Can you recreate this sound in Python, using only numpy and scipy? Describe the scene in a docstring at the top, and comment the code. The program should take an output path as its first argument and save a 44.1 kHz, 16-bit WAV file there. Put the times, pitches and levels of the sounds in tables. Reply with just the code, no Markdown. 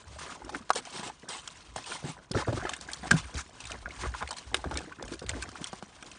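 """Two horses drink from a plastic ball drinker in a snowy paddock, about a metre away.
Over quiet winter air, water laps and wet lips rub the bobbing ball; air pockets plop and lips smack.
At 0.7 s the nosed ball knocks on the rim, and short, hissing slurps begin. From 1.8 s the ball
plunges and the hollow tank booms. The water churns hardest near 2.4 s, a hard knock lands at 3.1 s
and the last slurp follows; smacks, plops and lighter knocks carry on to about 6 s."""
import sys
import numpy as np
from scipy import signal
from scipy.fft import rfft, irfft
from scipy.io import wavfile
from scipy.ndimage import uniform_filter1d, map_coordinates

SR = 44100
rng = np.random.default_rng(int(sys.argv[2]) if len(sys.argv) > 2 else 0)


def int16_out(signal):
    """Quantize to a 16-bit WAV file."""
    q = np.round(np.clip(np.atleast_2d(signal).T, -1, 1) * 32767)
    wavfile.write(sys.argv[1], SR, q.astype(np.int16))


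N = 272538
T = np.arange(N) / SR
TOP_HZ = 9650

# Levels in the tables are cue levels, ahead of each layer's own trims.
# tone of the winter air: frequency_hz, level_db
AIR_SPECTRUM = [(25, 8.5), (60, 17.5), (150, 8.5), (400, 0.5), (1100, -0.5), (2200, -20.5), (5000, -36),
                (9800, -39.5)]
# how restless lips and water are between movements: time_s, level_db
UNREST_CURVE = [(0, -54), (.3, -55), (.66, -58), (.9, -50.5), (1.2, -63.5), (1.5, -55.5), (1.73, -58.5),
                (2.05, -50), (2.28, -64), (2.45, -52.5), (3.2, -47.5), (3.5, -54), (3.87, -52.5),
                (4.05, -46.5), (4.26, -56.5), (4.6, -51.5), (4.95, -57.5), (5.45, -56), (5.92, -57),
                (6.18, -52)]
# a muzzle shoves the water: start_s, length_s, splash_db, gurgle_db
MUZZLE_SHOVES = [(0.192, 0.17, -51, -54.5), (0.4, 0.12, -55.5, -56), (0.513, 0.047, -47.5, -50),
                 (0.74, 0.052, -57, -48), (0.943, 0.14, -51, -48.5), (1.228, 0.014, -47.5, -52),
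                 (1.28, 0.035, -47, -48.5), (1.761, 0.017, -46.5, -48.5), (1.897, 0.06, -45.5, -54),
                 (2.021, 0.049, -46.5, -44.5), (2.165, 0.014, -51.5, -55.5), (2.338, 0.033, -35.5, -34),
                 (2.39, 0.059, -45, -50), (2.466, 0.032, -47.5, -37), (2.54, 0.045, -49.5, -40.5),
                 (2.585, 0.12, -42.5, -50), (2.884, 0.014, -43, -50.5), (3.026, 0.046, -45.5, -44.5),
                 (3.105, 0.031, -36.5, -47), (3.328, 0.038, -57, -47.5), (3.695, 0.044, -45.5, -49.5),
                 (3.852, 0.022, -47, -46.5), (3.897, .05, -63, -67), (4.027, 0.033, -43.5, -41),
                 (4.205, 0.02, -43.5, -47.5), (4.303, 0.0081, -44, -51), (4.513, 0.055, -49, -48.5),
                 (4.64, 0.014, -41, -37), (4.708, 0.018, -41, -41), (4.747, 0.072, -51, -46.5),
                 (4.82, 0.094, -56, -56.5), (4.985, 0.088, -52, -49), (5.109, 0.028, -68, -46),
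                 (5.215, 0.031, -51, -45.5), (5.289, 0.098, -50, -43.5), (5.428, 0.24, -53, -54),
                 (6.013, 0.03, -66, -50)]
# wet lips rub over the ball: start_s, length_s, level_db
LIP_RUBS = [(.07, 0.12, -58.5), (.185, 0.17, -48.5), (.52, 0.056, -47.5), (.85, 0.23, -49.5),
            (1.09, 0.2, -59.5), (1.37, 0.21, -54.5), (1.58, 0.12, -60), (1.79, 0.33, -50.5),
            (2.36, 0.3, -49), (2.88, 0.19, -51), (3.115, 0.084, -40), (3.242, 0.011, -49.5),
            (3.34, 0.028, -44.5), (3.602, 0.02, -57), (3.65, 0.036, -51), (3.7, 0.021, -53),
            (3.99, 0.058, -50), (4.16, 0.034, -48), (4.365, 0.055, -48.5), (4.54, 0.022, -46.5),
            (4.71, 0.15, -52.5), (5.05, 0.049, -58), (5.12, 0.018, -49.5), (5.222, 0.02, -50.5),
            (5.29, 0.5, -52.5), (5.82, 0.056, -73), (5.63, 0.11, -52), (6.01, 0.21, -61.5)]
# tone of the wet hiss: frequency_hz, level_db
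HISS_SPECTRUM = [(150, 2), (500, -30), (1000, 10.5), (1600, 0.5), (2300, 1), (3400, 1.5), (5000, -1.5),
                 (6200, -1), (7800, -5), (9800, -4.5)]
# the ball is pressed down and bobs on the tank's air: start_s, length_s, level_db
BALL_BOBS = [(.05, 0.077, -45.5), (.41, 0.048, -48.5), (1.67, 0.02, -51), (2.31, 0.1, -40),
             (2.47, 0.18, -45.5), (2.81, 0.028, -54), (2.98, 0.062, -47), (3.1, 0.095, -40),
             (3.62, 0.27, -47), (3.97, 0.14, -42.5), (4.45, 0.13, -45), (4.65, 0.087, -48),
             (5.03, 0.15, -49.5), (5.24, 0.17, -40.5)]
# larger air pockets close in the water; the rows near 3.91 s and 4.78 s are dull lip clicks that ring the same
# way: start_s, level_db, pitch_hz, t60_s
AIR_POCKETS = [(0.16, -45.5, 606, .035), (.207, -44, 1170, 0.028), (0.262, -45, 1190, 0.043),
               (0.301, -43, 1200, 0.02), (.32, -42, 1200, 0.021), (.418, -43, 850, 0.03),
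               (.44, -48, 296, 0.09), (.458, -49, 348, 0.04), (.53, -45, 328, .05),
               (.547, -29.5, 1390, 0.011), (.551, -35, 1520, 0.015), (.553, -37.5, 284, .055),
               (.572, -63, 330, .04), (.604, -43.5, 215, .055), (0.621, -51, 1220, .025),
               (.759, -30.5, 466, 0.022), (.871, -44, 690, .025), (.956, -43, 970, 0.029),
               (.993, -38.5, 204, 0.033), (1.031, -39.5, 967, 0.03), (1.098, -37.5, 863, .03),
               (1.349, -41.5, 1060, .025), (1.784, -38, 800, 0.017), (1.92, -37, 1420, 0.021),
               (2.345, -31.5, 480, .03), (2.349, -35, 249, 0.045), (2.361, -29.5, 370, 0.06),
               (2.367, -31.5, 258, .045), (2.38, -35.5, 528, .06), (2.401, -35, 1222, 0.039),
               (2.421, -35, 1004, 0.027), (2.422, -44, 520, 0.046), (2.476, -29.5, 525, 0.038),
               (2.478, -42, 306, 0.032), (2.491, -33.5, 553, 0.051), (2.524, -30, 581, .045),
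               (2.526, -34, 310, .05), (2.572, -34.5, 363, .045), (2.574, -37, 1220, .025),
               (2.625, -38, 690, .03), (2.649, -34, 378, .03), (2.651, -35.5, 850, .025),
               (2.654, -38.5, 1700, .025), (2.668, -32, 1306, .028), (2.887, -38.5, 1590, 0.021),
               (3.039, -40, 740, .025), (3.054, -36, 750, .025), (3.39, -37, 1290, 0.021),
               (3.697, -45, 1340, 0.023), (3.906, -41.5, 2180, .02), (4.035, -35.5, 1010, 0.0219),
               (4.048, -41, 1400, 0.026), (4.057, -39.5, 655, 0.028), (4.14, -35.5, 1430, 0.012),
               (4.147, -32, 1005, .018), (4.21, -38.5, 870, .035), (4.218, -34, 1020, 0.034),
               (4.229, -35.5, 785, 0.022), (4.313, -40.5, 910, 0.023), (4.326, -37, 915, 0.023),
               (4.59, -44, 840, 0.02), (4.653, -37, 385, 0.043), (4.657, -37, 260, .05),
               (4.713, -35, 867, .03), (4.725, -41, 260, .045), (4.759, -36.5, 307, 0.048),
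               (4.782, -40.5, 1750, 0.02), (4.783, -41, 310, 0.041), (4.87, -44.5, 308, .06),
               (4.916, -45, 1090, 0.034), (4.922, -42, 1470, 0.025), (5.007, -43, 362, 0.04),
               (5.117, -33, 282, 0.025), (5.137, -39, 313, 0.05), (5.362, -40.5, 445, 0.041),
               (5.425, -38.5, 1520, 0.024), (5.435, -43, 1130, 0.023), (5.555, -41, 1320, 0.014),
               (5.613, -39.5, 268, 0.035)]
# lips and tongue part (a low Q snaps, a high Q squeaks):
# start_s, click_db, click_hz, mouth_db, mouth_hz, click_t60_s, click_q
LIP_SMACKS = [(.192, -46.5, 5960, -52, 1200, .025, 8), (.446, -48.5, 5550, -52, 1200, .013, 15),
              (.492, -47, 4400, -33, 877, .054, 10), (.693, -45, 3780, -38.5, 730, .014, 11),
              (.732, -37.5, 6300, -42, 1130, .014, 11), (.756, -33, 5390, -46, 460, .02, 20),
              (.8525, -42, 5430, -50, 1400, .006, 2.2), (1.286, -39.5, 5650, -45, 630, .025, 14),
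              (1.475, -35, 3150, -41, 1210, .013, 5.1), (1.761, -38, 6500, -48, 1220, 0.021, 2.7),
              (1.841, -44, 3400, -57, 1500, .008, 5), (2.315, -32.5, 4450, -43, 1480, .011, 8.2),
              (2.692, -33, 3000, -33.5, 1080, 0.02, 6), (2.734, -35.5, 2760, -33, 1710, .021, 8.1),
              (2.764, -42, 7900, -46, 1190, .014, 10), (2.81, -39.5, 4600, -53, 517, .017, 14),
              (2.915, -40, 8550, -56, 1500, .019, 12), (2.9325, -31.5, 4400, -57, 1770, 0.01, 17),
              (3.108, -29.5, 4800, -24, 1350, .028, 8.8), (3.165, -42, 7000, -36, 1380, .015, 11),
              (3.603, -41.5, 2700, -48, 1010, .032, 7), (3.64, -43.5, 2610, -50, 940, .0073, 11),
              (3.653, -39.5, 2670, -48.5, 1030, .009, 11), (3.67, -41, 3860, -49, 1490, .018, 10),
              (3.702, -44, 3880, -50, 1300, .028, 11), (3.717, -36, 2830, -44, 1310, .014, 8),
              (3.964, -49, 5800, -55, 1370, .012, 11), (4.012, -44, 4020, -52, 895, .009, 8),
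              (4.274, -45, 3450, -34, 2110, .02, 12), (4.288, -43.5, 4330, -40, 670, .02, 36),
              (4.307, -34.5, 4340, -34, 980, .024, 8.8), (4.328, -42.5, 3720, -55, 1510, .014, 18),
              (4.367, -43, 4150, -57, 1800, .03, 25), (4.383, -40, 4240, -47, 1800, .02, 33),
              (4.5436, -25, 3000, -29, 2000, 0.01, 1.8), (4.741, -42.5, 3950, -54, 900, .0083, 11),
              (4.7725, -28.5, 3600, -48, 1320, .008, 12), (4.784, -46, 2390, -49, 900, .012, 11),
              (4.815, -49, 4000, -46, 1410, .008, 4.6), (5.025, -40.5, 3600, -34, 530, .01, 3.9),
              (5.053, -48, 6600, -63, 700, .015, 11), (5.079, -44.5, 3050, -58, 590, .017, 12),
              (5.135, -43, 4550, -41.5, 1580, .036, 12), (5.192, -42, 4470, -50, 1920, .015, 14),
              (5.263, -44.5, 2180, -47, 1920, .018, 11), (5.285, -49, 4600, -45, 1290, .02, 20),
              (5.2922, -28.5, 3900, -31, 2010, 0.016, 1.3), (5.418, -46, 4870, -51, 1500, .015, 20),
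              (5.4232, -33.5, 4930, -39, 1500, .02, 8.9), (5.49, -45.5, 5540, -56, 1510, .012, 13),
              (5.642, -31.5, 3320, -50, 1730, .008, 9.8), (5.67, -40, 6340, -52, 1500, .013, 11),
              (6.025, -44.5, 2450, -42, 1420, .014, 15), (6.063, -47.5, 4530, -68, 1500, .012, 12),
              (6.114, -44, 2730, -57, 1300, .018, 8.8)]
# the ball hits the rim, each spot favouring a range of pitches:
# start_s, ring_db, spot_hz, breadth_octaves, crack_db, decay_ratio
RIM_KNOCKS = [(0.7035, -12.5, 980, 0.58, -25.5, 1.03), (1.761, -31, 715, 0.45, -51, 1.6),
              (2.3124, -35.5, 415, 0.67, -44, 0.98), (2.482, -27, 706, 1.04, -63, 1.6),
              (3.112, -12.5, 1710, 0.23, -18, 1.4), (3.858, -31, 1550, 0.41, -74, 0.86),
              (4.225, -27, 1280, 1.13, -43, 0.92), (4.5438, -21.5, 1900, 3.4, -32, 0.45),
              (4.6415, -30.5, 850, 1.2, -47, 1.6), (4.7112, -31.5, 980, 1.2, -44, 0.59),
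              (4.755, -35, 1400, 1.6, -61, 1.9), (4.806, -37, 600, 1.3, -48, 0.99),
              (5.730, -34, 746, 0.95, -43, 1.1), (5.7352, -37, 895, 0.64, -59, 0.9),
              (5.825, -35.5, 815, 0.66, -44, 0.41)]
# resonances of the wet plastic ball and rim: pitch_hz, level_db, t60_s
PLASTIC_MODES = [(381, 6, 0.13), (511, 9.5, 0.041), (653, 10, 0.018), (772, 8, 0.019), (960, 24, 0.0045),
                 (1160, 7.5, 0.02), (1238, 12.5, 0.015), (1445, 1.5, 0.058), (1586, 10.5, 0.022),
                 (1810, -21, 0.0096), (2240, 18.5, 0.013), (2870, -1, 0.012), (3600, 27, 0.011),
                 (4200, -19, 0.018)]
# air and water drawn through the lips, whose opening scales the gap's pitches:
# start_s, length_s, level_db, fall_db, opening_ratio
SLURPS = [(0.75, 0.028, -33.5, 0.5, 0.94), (0.927, 0.065, -43.5, -2.5, 0.94),
          (1.029, 0.048, -42, -0.5, 0.83), (1.288, 0.1, -37, 7.5, 0.86), (1.758, 0.031, -40, 6, 0.96),
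          (1.858, 0.095, -43, -4, 0.92), (2.038, 0.054, -55, -12.5, 0.89), (2.344, 0.056, -46, -10, 1.2),
          (3.367, 0.026, -39.5, -3.5, 1.7)]
# resonances of the wet gap between lips and ball: pitch_hz, q, level_db
LIP_GAP_MODES = [(523, 4.4, 1), (1006, 3.9, 9.5), (1400, 6.7, -1), (3500, 5, 2), (4400, 4.3, -1.5),
                 (5570, 11, -9), (7250, 3.4, -8.5), (9130, 23, 2.5)]
# the ball plunges and the tank's air booms: start_s, pitch_hz, level_db, t60_s
TANK_BOOMS = [(1.764, 113, -43, 0.071), (2.041, 147, -32, 0.078), (2.091, 158, -38, 0.097),
              (2.31, 175, -30, 0.023), (2.352, 104, -27.5, 0.067), (2.483, 116.5, -25, 0.1),
              (2.538, 113, -29.5, 0.065), (2.575, 105, -40.5, 0.11), (3.117, 166, -25, 0.046),
              (3.118, 224, -27.5, 0.068), (3.139, 159.6, -19, 0.11), (3.35, 69.4, -31, 0.18),
              (4.035, 78.4, -38, 0.14), (4.065, 62, -29.5, 0.17), (4.229, 70.3, -39.5, 0.23),
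              (4.656, 71, -31.5, 0.15), (4.733, 71, -34.5, 0.24), (5.61, 165, -40.5, 0.044),
              (5.731, 199, -40, 0.038), (5.827, 194, -42, 0.049)]


def undb(db):
    """Decibels to gain."""
    return 10 ** (np.asarray(db) / 20)


def unit(x):
    """Scale to rms 1."""
    return x / np.sqrt(np.mean(x ** 2))


def burst(x, db):
    """Scale a one-shot so that its loudest 5 ms have this level."""
    return x * undb(db) / np.sqrt(uniform_filter1d(x ** 2, 220).max())


def add(out, start_s, x):
    """Mix x into out from start_s."""
    i = int(np.clip(start_s * SR, 0, N - 1))
    out[i:i + len(x)] += x[:N - i]


def fade(t, t60):
    """Exponential decay by 60 dB in t60."""
    return np.exp(-np.log(1000) * t / t60)


def attack(t, rise_s):
    """Rounded onset from 0 towards 1."""
    return 1 - np.exp(-(t / rise_s) ** 2)


def band(x, hz, q):
    """One resonance, gain 1 at its centre."""
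    return signal.lfilter(*signal.iirpeak(min(hz, SR / 4), max(q, .5), fs=SR), x)


def coloured_noise(samples, spectrum):
    """Noise shaped by an EQ curve, at rms 1."""
    hz, db = np.transpose(spectrum)
    bins_hz = np.maximum(np.fft.rfftfreq(samples, 1 / SR), 1)
    eq = undb(np.interp(np.log(bins_hz), np.log(hz), db))
    return unit(irfft(rfft(rng.standard_normal(samples)) * eq, samples))


def walk(rate_hz):
    """Smooth random drift at rms 1."""
    hold = int(SR / rate_hz)
    steps = np.repeat(rng.standard_normal(N // hold + 1), hold)[:N]
    return unit(uniform_filter1d(uniform_filter1d(steps, hold), hold))


def contact(t, rise_s, t60, tail_db, tail_t60):
    """A gritty wet contact: a fast burst of noise and a weak spatter after it."""
    envelope = attack(t, rise_s) * (fade(t, t60) + undb(tail_db) * fade(t, tail_t60))
    return envelope * rng.standard_normal(len(t))


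def bubble(hz, cycles, glide):
    """An air pocket rings for some cycles, its pitch rising as it nears the surface."""
    t60 = cycles / hz
    t = T[:int(t60 * SR) + 2]
    phase = 2 * np.pi * hz * t * (1 + glide * t / t60 / 2)
    return np.sin(phase) * fade(t, t60) * (1 - np.exp(-t * hz * 2))


def bubble_stream(low_hz, high_hz, cycles, glide, spread_db, count):
    """A bed of small bubbles of random pitch and size, at rms 1."""
    out = np.zeros(N)
    for when, pitch, chance in rng.random((count, 3)):
        hz = low_hz * (high_hz / low_hz) ** pitch
        size_db = -spread_db * np.log(max(chance, .03))
        add(out, when * N / SR, undb(size_db) * np.sqrt(hz) * bubble(hz, cycles, glide))
    return unit(out)


def crackle(low_hz, high_hz, spread_db, count):
    """Small films of water tear one by one, each with its own pitch and size, at rms 1."""
    out = np.zeros(N)
    for when, pitch, chance in rng.random((count, 3)):
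        hz = low_hz * (high_hz / low_hz) ** pitch
        size_db = -spread_db * np.log(max(chance, .05))
        snap = band(contact(T[:1024], .001, .012, -30, .03), hz, q=4)
        add(out, when * N / SR, burst(snap, size_db))
    return unit(out)


def strokes(cues, rise_s, t60):
    """Envelope of a run of movements: each builds, holds and dies away."""
    power = np.zeros(N)
    for start_s, length_s, db in cues:
        t = T[:int((length_s + t60) * SR)]
        envelope = np.minimum(t / rise_s, 1) * fade(np.maximum(t - length_s, 0), t60)
        add(power, start_s, (undb(db) * envelope) ** 2)
    return np.sqrt(power)


def unrest():
    """Envelope of the small stirrings between movements."""
    return undb(np.interp(T, *np.transpose(UNREST_CURVE)))


def winter_air(level_db=-61):
    """A quiet, dark bed of air whose level drifts slightly."""
    return coloured_noise(N, AIR_SPECTRUM) * undb(level_db + walk(5))


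def water_churn(surface_lap_db=-6.5, deep_lap_db=-8):
    """Water laps; each shove stirs small bubbles at the surface and larger ones under the ball."""
    shoves = np.array(MUZZLE_SHOVES)
    surface = strokes(shoves[:, [0, 1, 2]], rise_s=.0039, t60=.18)
    deep = strokes(shoves[:, [0, 1, 3]], rise_s=.0039, t60=.18)
    splash = bubble_stream(550, 2000, cycles=18, glide=.15, spread_db=3.2, count=2000)
    gurgle = bubble_stream(140, 600, cycles=7, glide=.15, spread_db=3, count=1400)
    splash *= np.hypot(surface, undb(surface_lap_db) * unrest())
    gurgle *= np.hypot(deep, undb(deep_lap_db) * unrest())
    return splash + gurgle


def lip_rubs(rest_db=-2, flutter_db=3.5, hiss_db=-1.95, crackle_db=-9, fizz_db=-9):
    """Wet lips hiss, crackle and fizz with tiny bubbles, louder as they rub over the ball."""
    rubbing = strokes(LIP_RUBS, rise_s=.0011, t60=.13)
    hiss = coloured_noise(N, HISS_SPECTRUM) * undb(flutter_db * walk(60))
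    films = crackle(1500, 9500, spread_db=3.7, count=440)
    fizz = bubble_stream(2200, 9500, cycles=110, glide=.02, spread_db=2.7, count=2000)
    texture = undb(hiss_db) * hiss + undb(crackle_db) * films + undb(fizz_db) * fizz
    return texture * np.hypot(undb(rest_db) * unrest(), rubbing)


def ball_bobs(tank_hz=65, waver=.1516, rest_db=-87, slop_db=-9):
    """The tank's lowest air note wavers as the gap round the ball opens and shuts; water slops."""
    motion = np.hypot(strokes(BALL_BOBS, rise_s=.016, t60=.4), undb(rest_db))
    phase = 2 * np.pi * np.cumsum(tank_hz * (1 + waver * walk(45))) / SR
    slop = band(rng.standard_normal(N), hz=100, q=3.4)
    slop = unit(band(slop, hz=100, q=3.4))
    rumble = unit(np.sin(phase) * undb(3.8 * walk(30)))
    return (rumble + undb(slop_db) * slop) * motion


def water_plops(glide=.076, twin_db=-9, splash_db=-11):
    """An air pocket pinches off and sings a rising note, with a smaller twin and a little splash."""
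    out = np.zeros(N)
    twins = rng.random((len(AIR_POCKETS), 2))
    for (start_s, db, hz, t60), (smaller, later) in zip(AIR_POCKETS, twins):
        note = bubble(hz, hz * t60, glide)
        note *= attack(T[:len(note)], .056 * t60)
        add(out, start_s, burst(note, db))
        twin = bubble(hz * (1.2 + .6 * smaller), hz * t60, glide)
        add(out, start_s + .27 * t60 * later, burst(twin, db + twin_db))
        splash = band(contact(T[:4096], .003, .04, -30, .09), hz * 1.3, q=1.8)
        add(out, start_s, burst(splash, db + splash_db))
    return out


def lip_smacks(upper_db=-5, spray_db=-6, droplet_db=-8, shred_db=-12, hollow_db=-3, pop_db=-9.5):
    """A water film snaps: a bright click and tiny bubbles, answered by the hollow between the lips."""
    out, t = np.zeros(N), T[:4096]
    for start_s, click_db, click_hz, mouth_db, mouth_hz, t60, q in LIP_SMACKS:
        # the quicker the film tears, the sharper the click
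        snap = contact(t, .024 * t60, t60, -26, .047)
        spray = contact(t, .067 * t60, t60, -28.5, .068)
        # the lip slit rings at its own pitch and, more weakly, at two higher ones
        ratios = rng.uniform([1.3, 1.9], [1.7, 2.6])
        upper = sum(band(spray, min(click_hz * ratio, .95 * TOP_HZ), q) for ratio in ratios)
        click = unit(band(snap, click_hz, q)) + undb(upper_db) * unit(upper)
        click += undb(spray_db) * unit(band(spray, hz=7300, q=2.1))
        add(out, start_s, burst(click, click_db))
        for pitch, delay in rng.random((3, 2)):
            droplet = bubble(2200 * 4 ** pitch, cycles=90, glide=.03)
            add(out, start_s + .37 * t60 * delay, burst(droplet, click_db + droplet_db))
        # shreds of the film tear after the main snap
        for pitch, delay in rng.random((2, 2)):
            shred = band(contact(t[:512], .0002, .004, -30, .01), click_hz * (.6 + pitch), q=8)
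            add(out, start_s + t60 / 2 + .022 * delay, burst(shred, click_db + shred_db))
        hollow = band(contact(t, .001, .025, -22, .05), mouth_hz, q=5)
        add(out, start_s, burst(hollow, mouth_db + hollow_db))
        # the hollow opens as the lips part, so its pitch flicks upward
        pop = bubble(mouth_hz, cycles=39, glide=.11)
        add(out, start_s + .00072, burst(pop, mouth_db + pop_db))
    return out


def rim_knocks(cushion_s=.000896, scrape=.025, rebound=.18, rebound_s=.0063, crack_trim_db=-1):
    """Each blow rings the modes near the struck spot's pitch, with a crack of plastic on top."""
    out, t = np.zeros(N), T[:8192]
    for start_s, ring_db, spot_hz, octaves, crack_db, decay_ratio in RIM_KNOCKS:
        ring = np.zeros(len(t))
        for hz, mode_db, t60 in PLASTIC_MODES:
            weight = undb(mode_db) / (1 + (np.log2(hz / spot_hz) / octaves) ** 2) ** 2
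            ring += weight * np.cos(2 * np.pi * hz * (t - cushion_s)) * fade(t, t60 * decay_ratio)
        ring *= attack(t, cushion_s)  # a film of water cushions the push
        # the ball hits, skids briefly on the rim and touches once more
        force = scrape * contact(t, .00047, .013, -41.5, .1)
        force[0] += 1
        force[int(rebound_s * SR)] += rebound
        knock = signal.fftconvolve(force, ring)[:len(t)]
        add(out, start_s, burst(knock, ring_db))
        crack = band(contact(t, .0006, .021, -40, .079), hz=2560, q=.5)
        add(out, start_s, burst(crack, crack_db + crack_trim_db))
    return out


def sputter(rate_hz, spread_db):
    """Envelope of air breaking through water in uneven little spurts, at rms 1."""
    cycle = np.cumsum(rate_hz * undb(4 * walk(300))) / SR
    sizes = undb(spread_db * rng.standard_normal(8192))
    spurts = sizes[cycle.astype(int) % 8192] * np.exp(-(cycle % 1))
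    return unit(uniform_filter1d(spurts, size=16))


def slurps(rise_s=.003, release_s=.031, hiss_db=-9, froth_db=-6, crackle_db=-10, waver=.034):
    """Each draw opens abruptly: a frothy, sputtering rush rings the quivering gap at the lips."""
    out = np.zeros(N)
    rasp = sputter(rate_hz=320, spread_db=.6)
    quiver = 1 + waver * walk(40)
    froth = undb(froth_db) * bubble_stream(1700, 7500, cycles=130, glide=.06, spread_db=3, count=1500)
    films = undb(crackle_db) * crackle(1500, 8000, spread_db=3.5, count=800)
    for start_s, length_s, db, fall_db, opening in SLURPS:
        t = T[:int((length_s + release_s) * SR)]
        now = slice(int(start_s * SR), int(start_s * SR) + len(t))
        noise = rng.standard_normal(len(t))
        gap = sum(undb(mode_db) * band(noise, hz * opening, q) for hz, q, mode_db in LIP_GAP_MODES)
        gap = map_coordinates(gap, [np.cumsum(quiver[now])], mode="mirror")  # varispeed wobble
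        hiss = undb(hiss_db) * coloured_noise(len(t), HISS_SPECTRUM)
        rush = unit(unit(gap) + hiss + froth[now] + films[now])
        gate = np.clip(np.minimum(t / rise_s, (t[-1] - t) / release_s), 0, 1)
        add(out, start_s, rush * gate * undb(db - fall_db * t / length_s))
    return out * rasp


def tank_booms(swell_cycles=.3, overtone_ratio=1.616, overtone_db=-13):
    """The tank's air swells quickly and dies away; a weaker, higher cavity mode joins in."""
    out, t = np.zeros(N), T[:16384]
    for start_s, hz, db, t60 in TANK_BOOMS:
        phase = 2 * np.pi * hz * t
        tone = np.sin(phase) + undb(overtone_db) * np.sin(overtone_ratio * phase)
        envelope = attack(t, swell_cycles / hz) * fade(t, t60)
        add(out, start_s, burst(tone * envelope, db))
    return out


def with_reflections(x, wet_db=-20, t60=.032):
    """Add weak, quick reflections from the tank, the animals and the fence."""
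    t = T[:8192]
    echoes = band(rng.standard_normal(len(t)), hz=1000, q=.5)
    echoes *= fade(t, t60) * (1 - np.exp(-t / .006))
    return x + undb(wet_db) * signal.fftconvolve(x, echoes / np.linalg.norm(echoes))[:N]


def scene():
    """Ball, water and mouths over quiet winter air, in mono."""
    ball_and_tank = rim_knocks() + tank_booms() + ball_bobs()
    water = water_plops() + water_churn()
    mouths = lip_smacks() + slurps() + lip_rubs()
    air = winter_air()
    return (with_reflections(ball_and_tank + water + mouths) + air)[None]


def record(dry):
    """Master EQ: thin the deepest bass and cut the top steeply."""
    low_cut = signal.butter(2, 38, "high", fs=SR, output="sos")
    high_cut = signal.ellip(12, .2, 70, TOP_HZ, fs=SR, output="sos")
    return signal.sosfilt(high_cut, signal.sosfilt(low_cut, dry))


dry = scene()
out = record(dry)
int16_out(out)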